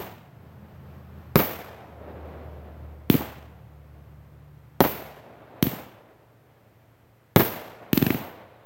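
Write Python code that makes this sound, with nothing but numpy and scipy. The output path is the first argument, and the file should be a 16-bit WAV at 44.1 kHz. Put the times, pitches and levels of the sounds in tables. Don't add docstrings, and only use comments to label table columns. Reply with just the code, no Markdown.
import sys
import numpy as np
from scipy import signal
from scipy.fft import rfft, irfft, next_fast_len
from scipy.io import wavfile
from scipy.ndimage import uniform_filter1d

SR = 44100
rng = np.random.default_rng(int(sys.argv[2]) if len(sys.argv) > 2 else 0)


def persist_wave(psi):
    counts = np.round(np.clip(psi, -1, 1) * 32767).astype(np.int16)
    wavfile.write(sys.argv[1], SR, np.atleast_2d(counts).T)


N = 381465
T = np.arange(N) / SR


def undb(db):
    return 10 ** (np.asarray(db) / 20)


def at(points, hz):
    point_hz, value = np.transpose(points)
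    return np.interp(np.log(np.maximum(hz, 1)), np.log(point_hz), value)


def add(out, start_s, sound):
    start = int(round(start_s * SR))
    sound = sound[max(-start, 0):]
    start = max(start, 0)
    out[start:start + len(sound)] += sound[:len(out) - start]


def noise(colour, size):
    padded = next_fast_len(size)
    spectrum = rfft(rng.standard_normal(padded))
    gain = undb(at(colour, np.fft.rfftfreq(padded, 1 / SR)))
    return irfft(spectrum * gain, padded)[:size]


def walk(rate_hz, size=N):
    hold = int(SR / rate_hz)
    steps = np.repeat(rng.standard_normal(size // hold + 1), hold)
    return uniform_filter1d(steps, hold)[:size]


def dull(x, hz):
    return signal.lfilter(*signal.butter(1, min(hz, SR / 3), fs=SR), x)


def band(x, low_hz, high_hz):
    return signal.lfilter(*signal.butter(1, low_hz, "high", fs=SR), dull(x, high_hz))


def treble(x, db, corner_hz=3000):
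    body = dull(x, corner_hz)
    return body + undb(db) * (x - body)


def pulse(colour, ratio, tilt_db, size=8192):
    hz = np.fft.rfftfreq(size, 1 / SR)
    shift = ratio ** (1 / (1 + (hz / 1500) ** 2))
    db = at(colour, hz / shift) + tilt_db * np.log2(1 + hz / 300)
    cepstrum = irfft(np.log(undb(db)))
    cepstrum[1:size // 2] *= 2
    cepstrum[size // 2 + 1:] = 0
    return irfft(np.exp(rfft(cepstrum)))[:size // 4]


def snap(hz, q, decay_s, size=2048):
    burst = rng.standard_normal(size) * np.exp(-T[:size] / decay_s)
    crack = signal.lfilter(*signal.iirpeak(hz, q, fs=SR), burst)
    return crack * np.sqrt(decay_s * SR / 2 / np.sum(crack ** 2))


def walls(blast, echoes):
    out = np.zeros(SR // 2)
    for delay_s, level_db, low_hz, high_hz in echoes:
        add(out, delay_s, undb(level_db) * band(blast, low_hz, high_hz))
    return out


def cluster(colour, delay_s, rise_s, decay_s, lumpy_db):
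    t = np.maximum(T[:SR] - delay_s, 0)
    lumps = undb(lumpy_db * walk(110, len(t)))
    envelope = (1 - np.exp(-t / rise_s)) * np.exp(-t / decay_s)
    return noise(colour, len(t)) * lumps * envelope


# band_hz [Hz], t60_s [s]
SCATTER_DECAY = [(50, 1.1), (150, 0.92), (600, 1.76), (1200, 1.445), (2500, 1.185), (5000, 0.84),
                 (9000, 0.8), (15000, 0.4)]


def scatter(colour, length, rise_s, grain_db, size=65536, count=10):
    t, hz = T[:size], np.fft.rfftfreq(size, 1 / SR)
    uneven = undb(grain_db * walk(160, size))
    grains = rng.standard_normal(size) * uneven / np.sqrt(np.mean(uneven ** 2))
    spectrum = rfft(grains) * undb(at(colour, hz))
    centres = np.geomspace(70, 14000, count)
    out = 0
    for centre, share in zip(centres, np.eye(count)):
        part = irfft(spectrum * at(np.c_[centres, share], hz))
        t60_s = length * at(SCATTER_DECAY, centre)
        out = out + part * np.exp(-np.log(1000) * t / t60_s)
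    return out * (1 - np.exp(-t / rise_s))


# band_hz [Hz], level_db [dB]
SLOPES = [(40, -48.5), (120, -29.5), (280, -27), (600, -26.5), (1000, -39), (2000, -51), (4000, -67.5),
          (8000, -104), (16000, -110)]


def far_echo(delay_s, tilt_db, spread, flutter_db):
    t = T[1:4 * SR]
    swell = 1 / (1 + (np.log(t / delay_s) / spread) ** 2)
    ebb = (1 - t / t[-1]) / (1 - delay_s / t[-1])
    onset = np.minimum(t / delay_s, 1)
    colour = [(hz, db + tilt_db * np.log2(hz / 600)) for hz, db in SLOPES]
    return noise(colour, len(t)) * swell * ebb * onset * undb(flutter_db * walk(25, len(t)))


# start_s [s], level_db [dB], size_ratio [pitch ratio], treble_db [dB],
# scatter_db [dB], snap_hz [Hz], snap_db [dB]
LIFTS = [(-.1, -14, 0.94, -3, -0.5, 3000, -23), (3.1000, 2, 0.99, -1, 2.26, 2830, -18),
         (5.6267, -1.5, 0.92, 2, -1.3, 3400, -20), (7.931, -2.5, 0.96, 2, -2.5, 2530, -21),
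         (7.976, -3, 0.92, 4, -8.5, 3230, -24), (8.0253, -4, 0.98, 1, -6.5, 2630, -25),
         (8.0658, -6, 1.05, -4, -7, 2216, -19.5), (8.1042, -5, 0.97, -8, -2.5, 2180, -17)]
# band_hz [Hz], level_db [dB]
LIFT_PULSE = [(30, -34), (70, 21.5), (160, 35), (290, 34.5), (400, 28), (560, 11.5), (1200, 9.5), (3100, 4),
              (6000, -22), (16000, -12)]
# delay_s [s], level_db [dB], bass_limit_hz [Hz], treble_limit_hz [Hz]
LIFT_WALLS = [(0.0167, -23, 198.4, 2482), (0.0238, -24, 205.5, 1990), (0.0416, -7, 29.99, 2270),
              (.0495, -16.5, 60, 1500), (0.107, -21, 60, 1200)]
# band_hz [Hz], level_db [dB]
YARD_COLOUR = [(30, -29), (70, -12.5), (150, -5), (330, -3.5), (600, -15.5), (1200, -41), (4000, -47.5),
               (16000, -54.5)]
# band_hz [Hz], level_db [dB]
TREE_COLOUR = [(40, -69), (200, -22), (450, -25.5), (800, -23), (1500, -34), (3000, -46), (6000, -79),
               (16000, -54)]
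# band_hz [Hz], level_db [dB]
LIFT_GARDENS = [(30, -63), (90, -5.5), (200, -13.5), (400, -24.5), (700, -22), (1300, -27.5), (3000, -27),
                (5000, -33.5), (9000, -35.5), (16000, -33)]


def mortars(trees_db=6.0, far_db=-23, yard_db=-4, snap_q=2.1):
    out = np.zeros(N)
    for start_s, level_db, size_ratio, treble_db, scatter_db, snap_hz, snap_db in LIFTS:
        thump = undb(level_db) * pulse(LIFT_PULSE, size_ratio, 0)
        crack = undb(snap_db) * snap(snap_hz, q=snap_q, decay_s=0.0026)
        blast = treble(thump + crack, treble_db)
        yard = undb(yard_db) * cluster(YARD_COLOUR, delay_s=0.0088, rise_s=0.019, decay_s=0.045, lumpy_db=6)
        trees = undb(trees_db) * cluster(TREE_COLOUR, delay_s=0.084, rise_s=0.023, decay_s=0.061, lumpy_db=2.5)
        gardens = scatter(LIFT_GARDENS, length=0.67, rise_s=0.02, grain_db=1.5)
        roll = far_echo(0.87, 0, spread=0.37, flutter_db=3.0)
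        add(out, start_s, blast)
        add(out, start_s, walls(blast, LIFT_WALLS))
        add(out, start_s, undb(scatter_db) * (yard + trees))
        add(out, start_s, undb(scatter_db) * treble(gardens, treble_db / 2))
        add(out, start_s, undb(scatter_db + far_db) * roll)
    return out


SPEED_M_S, PASSES_S, ROAD_M = 38, 1.45, 88
OPEN_FROM_S, OPEN_UNTIL_S, EDGE_S, HIDDEN_DB = .42, 5.2, 0.25, -11.5
SHADOW_S, SHADOW_HALF_S, SHADOW_DB = 1.78, .32, -12


def passing():
    along = SPEED_M_S * (T - PASSES_S)
    distance = np.hypot(along, ROAD_M)
    doppler = 1 / (1 + SPEED_M_S / 343 * along / distance)
    in_sight = (np.tanh((T - OPEN_FROM_S) / EDGE_S) - np.tanh((T - OPEN_UNTIL_S) / EDGE_S)) / 2
    shadow = np.exp(-np.square((T - SHADOW_S) / SHADOW_HALF_S))
    return distance, doppler, HIDDEN_DB * (1 - in_sight) + SHADOW_DB * shadow


def drone(hz, db, waver_db, wobble):
    phase = 2 * np.pi * np.cumsum(hz * (1 + wobble * walk(9))) / SR
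    return np.sqrt(2) * undb(db + waver_db * walk(10)) * np.sin(phase)


# multiple [of the firing rate], level_db [dB],
# loudest_s [s], fade_db_per_s [dB/s]
ENGINE_PARTIALS = [(1, -41, 2.15, 6), (1.5, -56.5, 3.3, 2.5), (1.65, -51, .4, 3), (2, -54, 4.3, 2),
                   (2.5, -54.5, 1.05, 5.5)]


def engine(doppler, shade_db, firing_hz=79):
    out = np.zeros(N)
    for multiple, level_db, loudest_s, fade_db_per_s in ENGINE_PARTIALS:
        beamed_db = level_db - fade_db_per_s * np.abs(T - loudest_s)
        out += drone(multiple * firing_hz * doppler, beamed_db + shade_db, waver_db=2, wobble=.005)
    return out


# band_hz [Hz], level_db [dB]
TYRE_COLOUR = [(30, -62), (70, -35.5), (120, -28), (190, -34), (270, -42), (600, -45.5), (1200, -49.5),
               (3000, -64.5), (8000, -81.5), (16000, -90)]


def tyres(distance, shade_db, level_db=4, ground_db_per_m=.08, shade_share=0.28):
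    loss_db = ground_db_per_m * (distance - ROAD_M)
    level = ROAD_M / distance * undb(level_db - loss_db + shade_share * shade_db)
    return noise(TYRE_COLOUR, N) * level * undb(1.2 * walk(12))


# band_hz [Hz], level_db [dB]
AIR_COLOUR = [(30, -50), (70, -43), (105, -37.5), (175, -46.5), (600, -51), (1000, -55), (2000, -59),
              (4000, -71), (8000, -83.5), (16000, -90)]


def night_air():
    return noise(AIR_COLOUR, N) * undb(.7 * walk(2))


def background():
    distance, doppler, shade_db = passing()
    hum = drone(hz=116, db=-62.5, waver_db=1.0, wobble=.005)
    return engine(doppler, shade_db) + hum + tyres(distance, shade_db) + night_air()


def thud(hz, decay_s, low_hz=75, size=4096):
    swing = np.sin(2 * np.pi * hz * T[:size]) * np.exp(-T[:size] / decay_s)
    return signal.lfilter(*signal.butter(2, low_hz, "high", fs=SR), swing)


# start_s [s], level_db [dB], size_ratio [pitch ratio], tilt_db [dB/octave], boom_db [dB],
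# scatter_db [dB], scatter_treble_db [dB], far_db [dB], far_delay_s [s], far_tilt_db [dB/octave]
SHELL_BURSTS = [(1.3575, 1, 1, -1.5, 3, 1, 0, 0, 0.87, 2),
                (4.8056, -2, 1.88, -0.1, 0, -1.5, 0, -4, 0.71, 3.5),
                (7.3615, 2, 1, -0.5, 7, 1.5, 0, -2, 0.72, 5)]
# band_hz [Hz], level_db [dB]
SHELL_PULSE = [(20, 2), (70, 29.5), (140, 36), (250, 31.5), (520, 29), (1000, 19.5), (2000, 17.5),
               (4000, 11), (7000, -4.5), (16000, -8)]
# delay_s [s], level_db [dB], bass_limit_hz [Hz], treble_limit_hz [Hz]
SHELL_WALLS = [(.0078, -10.5, 98.8, 3098), (0.0126, -11, 149, 1500), (0.0198, -17.5, 147.4, 1220),
               (0.0341, -15, 503, 5880), (0.0354, -14.5, 500, 3950), (0.0429, -11, 400, 2500),
               (0.0461, -10.5, 221.7, 1838), (0.056, -13.5, 100.6, 1200), (.066, -22.5, 300, 1500)]
# band_hz [Hz], level_db [dB]
ROOF_COLOUR = [(30, -28.5), (60, -17), (95, -4.5), (200, -6), (450, -2.5), (1000, -11.5), (2500, -17.5),
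               (5000, -28.5), (16000, -43.5)]
# band_hz [Hz], level_db [dB]
SHELL_GARDENS = [(30, -41), (80, -16), (150, -14), (300, -19), (650, -16), (1100, -23.5), (2200, -25),
                 (4000, -30), (8000, -36.5), (16000, -28.5)]


def shells(ground_s=0.00535, ground_db=-1, ground_low_hz=90, ground_high_hz=1100, casing_db=-13,
           thud_db=-16.5, thud_lag_s=.0023, grove_db=-5.5, grove_hz=1000):
    out = np.zeros(N)
    for (start_s, level_db, size_ratio, tilt_db, boom_db,
         scatter_db, treble_db, far_db, far_s, far_tilt_db) in SHELL_BURSTS:
        casing = undb(casing_db) * snap(hz=1300, q=0.73, decay_s=0.0019)
        blast = undb(level_db) * (casing - pulse(SHELL_PULSE, size_ratio, tilt_db))
        push = undb(thud_db + boom_db) * thud(hz=115, decay_s=.008)
        bounce = undb(ground_db) * band(blast, ground_low_hz, ground_high_hz)
        yard = cluster(YARD_COLOUR, delay_s=.008, rise_s=.003, decay_s=.016, lumpy_db=1.5)
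        roofs = cluster(ROOF_COLOUR, delay_s=.03, rise_s=.004, decay_s=.023, lumpy_db=2)
        roofs = undb(boom_db) * treble(roofs, -boom_db, corner_hz=252)
        trees = cluster(TREE_COLOUR, delay_s=0.1, rise_s=.01, decay_s=0.052, lumpy_db=7.5)
        grove = cluster(TREE_COLOUR, delay_s=.44, rise_s=.02, decay_s=.08, lumpy_db=2)
        grove = undb(grove_db) * dull(grove, grove_hz)
        gardens = scatter(SHELL_GARDENS, length=0.94, rise_s=0.016, grain_db=1.5)
        roll = far_echo(far_s, far_tilt_db, spread=.45, flutter_db=1.7)
        add(out, start_s, blast)
        add(out, start_s + thud_lag_s, push)
        add(out, start_s + ground_s, bounce)
        add(out, start_s, walls(blast, SHELL_WALLS))
        add(out, start_s, undb(boom_db) * yard)
        add(out, start_s, undb(scatter_db) * (roofs + trees + grove))
        add(out, start_s, undb(scatter_db) * treble(gardens, treble_db, corner_hz=1510))
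        add(out, start_s, undb(far_db) * roll)
    return out


def scene():
    return (mortars() + background() + shells())[None]


# start_hz [Hz], full_lift_hz [Hz]
LIFT_CORNERS = (11700, 12250)


def record(dry, low_cut_hz=52, shelf_db=18, hiss_db=-76.0, ceiling=0.97, top_hz=15900, padded=2 ** 19):
    thin = signal.sosfilt(signal.butter(4, low_cut_hz, "high", fs=SR, output="sos"), dry)
    lift = undb(np.interp(np.fft.rfftfreq(padded, 1 / SR), LIFT_CORNERS, [0, shelf_db]))
    bright = irfft(rfft(thin, padded) * lift)[:, :N]
    hissing = bright + undb(hiss_db) * rng.standard_normal(N)
    rounded = hissing / np.sqrt(np.sqrt(1 + np.square(np.square(hissing / ceiling))))
    return signal.sosfiltfilt(signal.ellip(8, .1, 60, top_hz, fs=SR, output="sos"), rounded)


dry = scene()
out = record(dry)
persist_wave(out)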